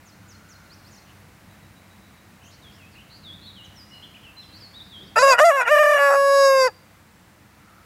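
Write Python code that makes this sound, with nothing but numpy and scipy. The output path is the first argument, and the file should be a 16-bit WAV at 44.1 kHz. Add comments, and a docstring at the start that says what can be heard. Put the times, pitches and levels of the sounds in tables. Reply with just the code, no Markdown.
"""Rooster crowing among small birds

Small birds whistle in the trees over a soft outdoor rumble, a low wavering hum and a few soft rushes of noise.
Then a near rooster crows once: two short syllables, a stuttering third and a long held note.
His voice box (syrinx) makes pulses that ring through throat and beak, turning hoarse or splitting
into strong and weak pulses on the way. The birds are gliding near-sine tones with an echo from the trees.
"""
import sys
import numpy as np
from scipy import signal
from scipy.fft import rfft, irfft
from scipy.io import wavfile
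from scipy.ndimage import uniform_filter1d

SR = 44100
rng = np.random.default_rng(int(sys.argv[2]) if len(sys.argv) > 2 else 0)


def materialize(psi):
    """Save the field psi as 16-bit PCM at rate SR to the path in sys.argv[1].

    A 1-D psi becomes a single channel; in a 2-D psi each row is a channel.
    """
    bounded = np.clip(np.atleast_2d(psi).T, -1, 1)
    quanta = np.round(bounded * 32767).astype(np.int16)
    wavfile.write(sys.argv[1], SR, quanta)


N = 346185
TIME = np.arange(N) / SR
FREQS = np.fft.rfftfreq(N, 1 / SR) + 0.00086  # Hz, nudged off zero so that it can be divided by

# --- tables of the surroundings ---
# colour of the outdoor noise: (f/Hz, level/dB per Hz, relative)
AIR_COLOUR = [(15, -47), (25, -18.5), (96, -1), (119, -2), (198, -3), (240, -9.5), (322, -8), (368, -17.5),
              (703, -17), (1020, -18), (2120, -19.5), (3260, -28), (3830, -27.5), (5430, -30.5),
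              (15500, -35.5)]
# level of the background, pressed down by the recorder's gain control while the rooster crows,
# written out as a curve: (t/s, rumble and hum gain/dB, upper air gain/dB)
BACKGROUND_LEVEL = [(0, 0, 1.5), (1.0, 1.5, 2.5), (2.3, 0, 2), (3.4, 3, 2), (4.4, 0.5, 2.5), (5.3, 3.5, 2),
                    (5.55, -8, 2.5), (6.7, -3, 1.5), (7.1, -0.5, 0.5), (7.85, -2, 1)]
# low hum before this level curve: (f/Hz, level/dB)
HUM_TONES = [(64, -66), (94.5, -58.5), (186, -63.5), (209, -61.5)]
# soft rushes of noise: (t/s, half length/s, f/Hz, width/Hz, level/dB)
SOFT_RUSHES = [(.5, 0.38, 1420, 250, -59), (1.1, .04, 2880, 700, -59.5), (1.25, .12, 490, 40, -65),
               (5.037, 0.047, 370, 130, -54.5), (7.763, 0.16, 1330, 300, -56.5),
               (7.76, 0.074, 5500, 2500, -72)]

# --- tables of the birds ---
# first bird, steep falling chips: (t/s, level/dB)
CHIP_NOTES = [(.053, -57), (.28, -53.5), (.485, -53.5), (.908, -56), (.943, -59)]
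# its rising slurs: (t/s, level/dB)
SLUR_NOTES = [(.697, -52.5), (.842, -56.5)]
# warbling bird, scoops that fall to a lowest pitch and turn up: (t/s, length/s, lowest f/Hz, level/dB)
SCOOP_NOTES = [(2.617, .1, 3230, -53), (2.775, 0.12, 2520, -55.5), (3.233, 0.13, 3350, -44),
               (3.544, .12, 2884, -48.5), (3.755, .1, 4860, -50.5), (3.885, .085, 4900, -60),
               (4.229, .085, 2656, -49), (4.6, 0.084, 4300, -47), (4.904, 0.14, 3177, -45)]
# its arched notes: (t/s, length/s, top f/Hz, level/dB, trill depth/Hz)
ARCH_NOTES = [(3.408, 0.091, 4290, -51.5, 120), (3.453, 0.066, 3920, -45.5, 80),
              (4.021, 0.043, 3320, -45, 170), (4.138, 0.04, 2824, -48, 190),
              (4.736, 0.077, 3840, -45.5, -0.5)]
# its rising notes, most of them buzzing: (t/s, length/s, middle f/Hz, level/dB, trill depth/Hz)
BUZZ_NOTES = [(2.433, 0.073, 6400, -57.5, 450), (2.396, .12, 2900, -57.5, 250),
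              (2.509, 0.048, 4900, -57, 750), (2.944, 0.088, 2780, -51.5, 198),
              (3.097, 0.091, 4420, -51, 280), (4.523, 0.067, 4410, -49, 250), (4.799, 0.031, 3710, -44, 0),
              (5.065, .03, 4650, -56.5, 100)]
# its quick downward flicks: (t/s, length/s, start f/Hz, level/dB)
FLICK_NOTES = [(3.644, .025, 7000, -58), (3.641, .03, 3600, -51), (4.417, .03, 4020, -51)]
# nearly level whistles: (t/s, length/s, start f/Hz, level/dB)
WHISTLE_NOTES = [(3.907, 0.1, 2910, -47.5), (4.366, .062, 4070, -44), (3.917, .14, 4160, -59),
                 (6.847, .51, 7650, -75)]

# --- tables of the rooster ---
# pitch of the syrinx, one curve a syllable: (t/s, f/Hz)
CROW_PITCH = [
    [(5.158, 419.7), (5.172, 445), (5.183, 443), (5.192, 488.4), (5.22, 510.4), (5.232, 553.4), (5.30, 542),
     (5.328, 499.6), (5.375, 482.5)],
    [(5.392, 482), (5.405, 587), (5.436, 622), (5.449, 697), (5.497, 659.5), (5.516, 554), (5.555, 562),
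     (5.612, 492.5), (5.65, 474.5)],
    [(5.68, 469), (5.698, 558), (5.716, 605), (5.93, 603.3), (5.97, 580)],
    [(5.995, 565.5), (6.025, 567.7), (6.11, 557.8), (6.33, 555.7), (6.42, 551.8), (6.5, 543), (6.6, 527.1),
     (6.668, 509.4), (6.69, 425)],
]
# loudness, one curve a syllable: (t/s, voice level/dB, treble level/dB)
CROW_LOUDNESS = [
    [(5.16, -18.5, -39), (5.18, -12.5, -26.5), (5.208, -20.5, -26.5), (5.234, -10, -26),
     (5.264, -12.5, -32), (5.316, -11.5, -19.5), (5.34, -14, -28.5), (5.362, -24.5, -55), (5.372, -34, -57)],
    [(5.38, -25, -52), (5.39, -12, -34), (5.418, -11, -29.5), (5.442, -11.5, -44), (5.454, -14, -28),
     (5.496, -13, -38), (5.53, -20.5, -48.5), (5.618, -18.5, -40), (5.648, -32, -66)],
    [(5.655, -30, -62), (5.677, -18, -42.5), (5.705, -20.5, -41.5), (5.717, -12, -41),
     (5.969, -14.5, -41.5), (5.975, -18, -42)],
    [(5.985, -18, -46), (6.025, -14.5, -40), (6.229, -16.5, -39.5), (6.455, -13, -26), (6.547, -15, -35),
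     (6.621, -15.5, -24.5), (6.669, -17, -32.5), (6.679, -23, -32.5), (6.705, -48.5, -73)],
]
# manner of each syllable: (hoarse start/s, hoarse end/s, roughness between/0-1,
# fundamental/dB, its growth/dB per s, upper throat/dB, sizzle/dB)
SYLLABLE_MANNER = [(0.013, 0.0405, .115, 3, -40, -8, -27.5), (.024, 0.0436, .115, -2, -15, -5.5, -27.5),
                   (.036, .004, 0.07, 0.5, 2.5, 2.5, -28.5), (0.0047, 0.024, 0.02, -1.5, 14.5, -7, -26.5)]
# the voice turns shrill or splits into strong and weak pulses:
# (start t/s, end t/s, alternation/0-1, added roughness/0-1, upper throat gain/dB)
VOICE_BREAKS = [(5.168, 5.2, 0.03, 0.03, 5.5), (5.38, 5.408, 0.48, .05, 2), (5.497, 5.515, 0.1, 0.1, 1),
                (5.975, 6.091, 0.35, .025, 8.5), (6.096, 6.16, 0.85, .3, 1),
                (6.635, 6.671, 0.01, 0.03, 3.5)]
# throat and beak resonances in the first syllable: (f/Hz, width/Hz, level/dB)
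FIRST_THROAT = [(618, 66, 24.5), (1040, 330, 4), (1395, 180, 1), (1674, 250, -4.5), (2477, 150, -5),
                (3800, 190, -19), (4814, 200, -5), (5570, 450, -18.5), (6720, 780, -21), (7500, 230, -21),
                (10180, 1100, -24), (11440, 700, -32), (12500, 500, -46)]
# throat and beak resonances in the middle syllables: (f/Hz, width/Hz, level/dB)
MIDDLE_THROAT = [(660, 150, 14.5), (1042, 750, 1.5), (1580, 150, -19.5), (1668, 150, -1), (2810, 77, -8.5),
                 (3870, 380, -23.5), (4780, 120, -10), (5600, 680, -12), (6850, 550, -14),
                 (8150, 560, -21.5), (8670, 1100, -36), (11400, 600, -23.5), (12600, 470, -24)]
# throat and beak with the neck stretched for the held note: (f/Hz, width/Hz, level/dB)
HELD_THROAT = [(591, 200, 3.5), (1078, 460, 6), (1675, 110, 3), (2462, 95, -3.5), (3740, 142, -9.5),
               (4820, 228, 1), (5410, 370, -8.5), (6415, 210, -9), (7430, 246, -14.5), (9580, 350, -28),
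               (10870, 830, -27.5), (12640, 940, -35)]
# side cavities that swallow the sound: (f/Hz, width/Hz)
SIDE_CAVITIES = [(3120, 220), (3250, 420), (4200, 98), (8450, 220)]
# borders of fundamental, low throat, upper throat, beak and sizzle: (f/Hz)
REGISTER_BORDERS = [400, 780, 1450, 3200, 8700, 15500]

# --- settings of the birds ---
CHIP_S, CHIP_HZ, CHIP_END_HZ = .06, 7450, 4300
# each chip has a short low foot; the delay counts from the chip's start, the level is relative to it
FOOT_DELAY_S, FOOT_S, FOOT_HZ, FOOT_DB = .064, .026, 4240, -3
SLUR_S, SLUR_HZ, SLUR_END_HZ = .056, 4020, 6330
# a far bird pipes evenly on one pitch
PIPE_START_S, PIPE_PERIOD_S, PIPE_S, PIPE_HZ, PIPE_DB = 1.485, .134, .068, 3890, -64.5
SCOOP_FALL_S, SCOOP_DEPTH = .072, .25  # time to the lowest pitch; start above it, as a share
ARCH_DROP = .13  # both ends lie this share under the top
BUZZ_RISE = .18  # rise over the note, as a share of its middle pitch
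FLICK_FALL = .24  # share of the pitch that a flick loses
# faint twitter between the notes
TWITTER_SPAN_S, TWITTER_RANGE_HZ = (2.4, 5.1), (2700, 5440)
TWITTER_S, TWITTER_DB, TWITTER_TRILL_HZ = .07, -63, 300

# --- settings of the rooster ---
HOARSE = .5  # roughness added at the ends of a syllable
ALTERNATION = .0075  # unevenness of the ordinary pulses
HOARSE_BRIGHT_DB = 8  # lift of the upper throat per unit of roughness
BREAK_EDGE_S = .012  # a break sets in and clears quickly
# the fundamental gains on the overtones as the pitch climbs into the lowest throat resonance
TUNED_HZ, TUNING_RANGE_HZ, TUNING_DB = 543.7, 60, 8.5
SIZZLE_KNEE_DB, SIZZLE_FALL = -19.5, 1.4  # under this voice level the sizzle falls extra, in dB per dB
# the third syllable stutters: evenly spaced catches, each a little shallower
STUTTER_START_S, STUTTER_PERIOD_S, CATCH_HALF_S, CATCH_FADE = 5.758, .0258, .0058, .96


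def to_gain(db):
    """Turn decibels into a multiplier of the wave."""
    return 10 ** (np.asarray(db) / 20)


def curves(rows):
    """Join each column of a table by straight lines in time."""
    times, *columns = np.transpose(rows)
    return [np.interp(TIME, times, column) for column in columns]


def filtered(x, response):
    """Change the strength of each frequency in a sound."""
    return irfft(rfft(x) * response, N)


def noise(response):
    """Coloured noise, scaled to a spread (rms) of 1."""
    x = filtered(rng.standard_normal(N), response)
    return x / np.std(x)


def wander(rate_hz):
    """Smooth random drift of spread 1, mostly slower than the given rate."""
    return noise(1 / (1 + (FREQS / rate_hz) ** 4))


def resonance(hz, width_hz):
    """Response of one damped resonance, with gain 1 at its centre."""
    return 1 / (1 + 1j * (FREQS ** 2 - hz ** 2) / (FREQS * width_hz))


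def band(low_hz, high_hz, order=24):
    """Response that passes only the frequencies between two borders."""
    return 1 / np.sqrt((1 + (low_hz / FREQS) ** order) * (1 + (FREQS / high_hz) ** order))


def scatter(x, t60_s, delay_s):
    """Blurred echo from trees and bank: dying noise that falls by 60 dB in t60_s."""
    t = TIME[:2 * SR]
    tail = rng.standard_normal(len(t)) * np.exp(-np.log(1000) * t / t60_s) * (t > delay_s)
    return signal.fftconvolve(x, tail / np.linalg.norm(tail))[:N]


def hum(waver=.02573):
    """Low sine tones that waver in pitch and level."""
    out = np.zeros(N)
    for f, level in HUM_TONES:
        gain = to_gain(level + 2 * wander(5.4))
        hz = f * (1 + waver * wander(12.3))
        out += gain * np.sin(2 * np.pi * np.cumsum(hz) / SR)
    return out


def rushes():
    """Bands of noise that swell and fade smoothly."""
    out = np.zeros(N)
    for start, half, f, width, level in SOFT_RUSHES:
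        swell = np.exp(-((TIME - start) / half) ** 2)
        out += to_gain(level) * swell * noise(abs(resonance(f, width)) ** 2)
    return out


def outdoors(air_db=-51, rumble_top_hz=350, rumble_db=-3.5, rumble_flicker_db=1.5, air_flicker_db=.26):
    """Noise split into a restless rumble and smooth upper air, joined by hum and rushes."""
    hz, db = np.transpose(AIR_COLOUR)
    colour = to_gain(np.interp(np.log(FREQS), np.log(hz), db))
    air = noise(colour) * to_gain(air_db)
    rumble = filtered(air, 1 / (1 + (FREQS / rumble_top_hz) ** 4))
    upper = air - rumble
    low_db, high_db = curves(BACKGROUND_LEVEL)
    low = rumble * to_gain(rumble_db + rumble_flicker_db * wander(9.3)) + hum()
    high = upper * to_gain(high_db + air_flicker_db * wander(6))
    return low * to_gain(low_db) + high + rushes()


def bird_notes(pipes=6):
    """List notes as (t/s, length/s, start f/Hz, middle f/Hz, end f/Hz, level/dB, trill depth/Hz)."""
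    notes = []
    for s, db in CHIP_NOTES:
        notes.append((s, CHIP_S, CHIP_HZ, (CHIP_HZ + CHIP_END_HZ) / 2, CHIP_END_HZ, db, 60))
        notes.append((s + FOOT_DELAY_S, FOOT_S, FOOT_HZ, FOOT_HZ, FOOT_HZ * 1.05, db + FOOT_DB, 0))
    for s, db in SLUR_NOTES:
        notes.append((s, SLUR_S, SLUR_HZ, SLUR_HZ * 1.17, SLUR_END_HZ, db, 0))
    for k in range(pipes):
        notes.append((PIPE_START_S + k * PIPE_PERIOD_S, PIPE_S, PIPE_HZ, PIPE_HZ, PIPE_HZ, PIPE_DB, 0))
    for s, length, hz, db in SCOOP_NOTES:
        moments = np.array([0, length / 2, length])
        start, middle, end = hz * (1 + SCOOP_DEPTH * (1 - moments / SCOOP_FALL_S) ** 2)
        notes.append((s, length, start, middle, end, db, 40))
    for s, length, hz, db, trill in ARCH_NOTES:
        foot = hz * (1 - ARCH_DROP)
        notes.append((s, length, foot, hz, foot, db, trill))
    for s, length, hz, db, trill in BUZZ_NOTES:
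        notes.append((s, length, hz * (1 - BUZZ_RISE / 2), hz, hz * (1 + BUZZ_RISE / 2), db, trill))
    for s, length, hz, db in FLICK_NOTES:
        notes.append((s, length, hz, hz * (1 - FLICK_FALL / 2), hz * (1 - FLICK_FALL), db, 0))
    for s, length, hz, db in WHISTLE_NOTES:
        notes.append((s, length, hz, hz, hz * .985, db, 25))
    return notes


def twitter(count=14):
    """List faint short glides at random times and pitches, in the same columns as bird_notes."""
    notes = []
    for when, height, glide in rng.random((count, 3)):
        start = np.interp(when, [0, 1], TWITTER_SPAN_S)
        hz = np.interp(height, [0, 1], TWITTER_RANGE_HZ)
        bend = .3 * (glide - .5)
        notes.append((start, TWITTER_S, hz * (1 - bend), hz, hz * (1 + bend), TWITTER_DB, TWITTER_TRILL_HZ))
    return notes


def songbirds(buzz_hz=105, warble_hz=34, waver_hz=35):
    """Near-sine whistles that arc through three pitches; trills are slow on low notes, a buzz on high ones."""
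    out = np.zeros(N)
    waver = waver_hz * wander(200)
    for s, length, start, middle, end, db, trill in bird_notes() + twitter():
        span = slice(max(int(s * SR), 0), int((s + length) * SR))
        t = TIME[span] - TIME[span][0]
        progress = t / t[-1]
        arc = np.polyval(np.polyfit([0, .5, 1], [start, middle, end], 2), progress)
        rate = warble_hz if middle < 3150 else buzz_hz
        hz = arc + waver[span] + trill * np.sin(2 * np.pi * (rate * t + rng.random()))
        envelope = np.sqrt(2 * abs(np.sin(np.pi * progress)))
        out[span] += to_gain(db) * envelope * np.sin(2 * np.pi * np.cumsum(hz) / SR)
    return out


def manner():
    """Roughness and register balance: each syllable starts and ends hoarser than its middle."""
    rows = []
    for curve, settings in zip(CROW_LOUDNESS, SYLLABLE_MANNER):
        onset, ending, clear, fundamental_db, growth, upper_db, sizzle_db = settings
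        start, end = curve[0][0], curve[-1][0]
        for s in np.linspace(start, end, 100):
            edges = np.exp(-((s - start) / onset) ** 4) + np.exp(-((end - s) / ending) ** 4)
            rows.append((s, clear + HOARSE * edges, fundamental_db + growth * (s - start), upper_db, sizzle_db))
    return curves(rows)


def breaks():
    """Alternation, added roughness and upper throat gain while the voice breaks."""
    gates = []
    for start, end, *_ in VOICE_BREAKS:
        opening = np.tanh((TIME - start) / BREAK_EDGE_S)
        closing = np.tanh((TIME - end) / BREAK_EDGE_S)
        gates.append((opening - closing) / 2)
    return np.transpose(VOICE_BREAKS)[2:] @ np.array(gates)


def registers(hz, fundamental_db, upper_db, sizzle_db):
    """Levels of the five registers in dB; fundamental, low and upper throat share the voice's loudness."""
    voice_db, treble_db = curves(np.vstack(CROW_LOUDNESS))
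    tuning_db = TUNING_DB * np.tanh((hz - TUNED_HZ) / TUNING_RANGE_HZ)
    shares = np.array([fundamental_db + tuning_db, np.zeros(N), upper_db])
    total_db = 10 * np.log10(np.sum(to_gain(shares) ** 2, axis=0))
    sizzle_loss = SIZZLE_FALL * np.minimum(voice_db - SIZZLE_KNEE_DB, 0)
    return [*(voice_db + shares - total_db), treble_db, voice_db + sizzle_db + sizzle_loss]


def stutter(count=9):
    """Depth of the catches, each a brief dip in the voice; the third beat is skipped."""
    depth = np.zeros(N)
    for k in range(count):
        if k != 2:
            centre = STUTTER_START_S + k * STUTTER_PERIOD_S
            depth += CATCH_FADE ** k * np.exp(-((TIME - centre) / CATCH_HALF_S) ** 2)
    return depth


def syrinx(hz, rough, alternation, overtone_limit=36):
    """Uneven pulses, by turns strong and weak, with a puff of turbulence in each cycle."""
    jitter, flutter, shimmer = .055, .016, .61  # random shares of pitch, pitch and level
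    rasp, hiss, hiss_hz = .2, 1.694, 7500  # full-range noise, treble noise and its lower border
    sway_db, sway_hz, sway_turns = 10, 45, .44  # swell of single overtones, its rate, slip in cycles
    drift_db, drift_hz = 2, 7
    strain = np.sqrt(rough)
    hz = hz * (1 + jitter * rough * wander(261) + flutter * strain * wander(75))
    phase = 2 * np.pi * np.cumsum(hz) / SR
    pulses = np.zeros(N)
    on = (TIME > CROW_PITCH[0][0][0] - .1) & (TIME < CROW_PITCH[-1][-1][0] + .1)
    since_start = TIME[on] - TIME[on][0]
    for k in range(1, overtone_limit):
        freedom = 1 - 1 / k  # the fundamental stays put, high overtones move most
        # even in the clear tone the overtones drift slowly in level
        drift = np.interp(since_start * drift_hz, np.arange(40), rng.standard_normal(40)) * freedom
        # strained membranes keep changing shape: each overtone swells and slips on its own
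        swell, slip = (np.interp(since_start * sway_hz, np.arange(200), row) * strain[on] * freedom
                       for row in rng.standard_normal((2, 200)))
        gain = to_gain(sway_db * swell + drift_db * drift)
        tone = np.cos(k * phase[on] + 2 * np.pi * sway_turns * slip)
        pulses[on] += gain * tone * (k * hz[on] < SR / 2)
    # in hoarse moments the strong-weak pattern slips
    doubling = alternation * np.cos(phase / 2 + 4.1 * rough * wander(90))
    pulses *= (1 + doubling) * (1 + shimmer * rough * wander(220))
    # the air jet hisses mostly in the treble
    jet = rasp * rough * rng.standard_normal(N) + hiss * strain * noise(band(hiss_hz, SR, order=6))
    return -pulses / np.sqrt(overtone_limit / 2) + jet * (1 + np.cos(phase))


def throat(x, modes, top_hz=12900):
    """Ring through steep-sided resonances, with notches where side cavities swallow sound."""
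    peaks = sum(to_gain(db) * resonance(hz, width) * abs(resonance(hz, 2 * width)) for hz, width, db in modes)
    notches = np.prod([1 - resonance(hz, width) for hz, width in SIDE_CAVITIES], axis=0)
    return filtered(x, peaks * notches / np.sqrt(1 + (FREQS / top_hz) ** 36))


def rooster(catch_drop=.065, catch_rough=.18, ground_delay_s=.001518, ground_db=-10):
    """The crow: at each catch the pitch sags, the tone roughens and the fundamental weakens."""
    # one value for each of the five registers
    catch_db, trim_db = (-11, 3, -2, 0, 0), (.6, .2, -.1, 0, 0)
    hz, = curves(np.vstack(CROW_PITCH))
    rough, fundamental_db, upper_db, sizzle_db = manner()
    alternation, break_rough, break_db = breaks()
    bright_db = upper_db + break_db + HOARSE_BRIGHT_DB * rough
    levels = registers(hz, fundamental_db, bright_db, sizzle_db)
    catch = stutter()
    sagging_hz = hz * (1 - catch_drop * catch)
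    roughness = np.clip(rough + break_rough + catch_rough * catch, 0, 1)
    source = syrinx(sagging_hz, roughness, np.clip(ALTERNATION + alternation, 0, 1))
    # the neck passes through three postures
    posture, = curves([(5.36, 0), (5.38, 1), (5.98, 1), (6.03, 2)])
    voice = np.zeros(N)
    for k, modes in enumerate((FIRST_THROAT, MIDDLE_THROAT, HELD_THROAT)):
        voice += np.clip(1 - abs(posture - k), 0, 1) * throat(source, modes)
    # the bounce off the turf makes gliding harmonics swell and fade
    bounce = to_gain(ground_db) * np.exp(-2j * np.pi * FREQS * ground_delay_s)
    voice = filtered(voice, 1 + bounce)
    # effort and beak opening share the power among five registers
    out = np.zeros(N)
    for low, high, db, dip, trim in zip(REGISTER_BORDERS, REGISTER_BORDERS[1:], levels, catch_db, trim_db):
        part = filtered(voice, band(low, high))
        power = uniform_filter1d(uniform_filter1d(part ** 2, size=500), size=500)
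        evened = part / np.sqrt(abs(power) + 1e-12)
        out += evened * to_gain(db + trim + dip * catch)
    airflow = np.interp(TIME, [5.157, 5.16, 6.692, 6.712], [0, 1, 1, 0])
    return out * airflow


def scene(ring_hz=4750, ring_width_hz=200, ring_db=12):
    """The near rooster is almost dry; the far birds are wrapped in the echo of the trees."""
    background, birds, crow = outdoors(), songbirds(), rooster()
    birds = birds + to_gain(-4) * scatter(birds, t60_s=1.0, delay_s=.0048)
    # the faint echo of the crow is strongest around one shrill band
    shrill = to_gain(ring_db) * filtered(crow, resonance(ring_hz, ring_width_hz))
    crow = crow + to_gain(-37.5) * scatter(crow + shrill, t60_s=.58, delay_s=.023)
    return (background + birds + crow)[None]


def record(dry, ceiling=.61, whine_hz=14994, whine_db=-79, top_hz=15750):
    """The recorder rounds high peaks while sparing the bass, adds a thin whine and cuts the top."""
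    overload = dry / (1 + (dry / ceiling) ** 8) ** (1 / 8) - dry
    rounded = dry + filtered(overload, band(400, SR, order=6))
    whine = np.sqrt(2) * to_gain(whine_db) * np.sin(2 * np.pi * whine_hz * TIME)
    top_cut = signal.ellip(10, .1, 80, top_hz, fs=SR, output="sos")
    return signal.sosfilt(top_cut, rounded + whine)


dry = scene()
out = record(dry)
materialize(out)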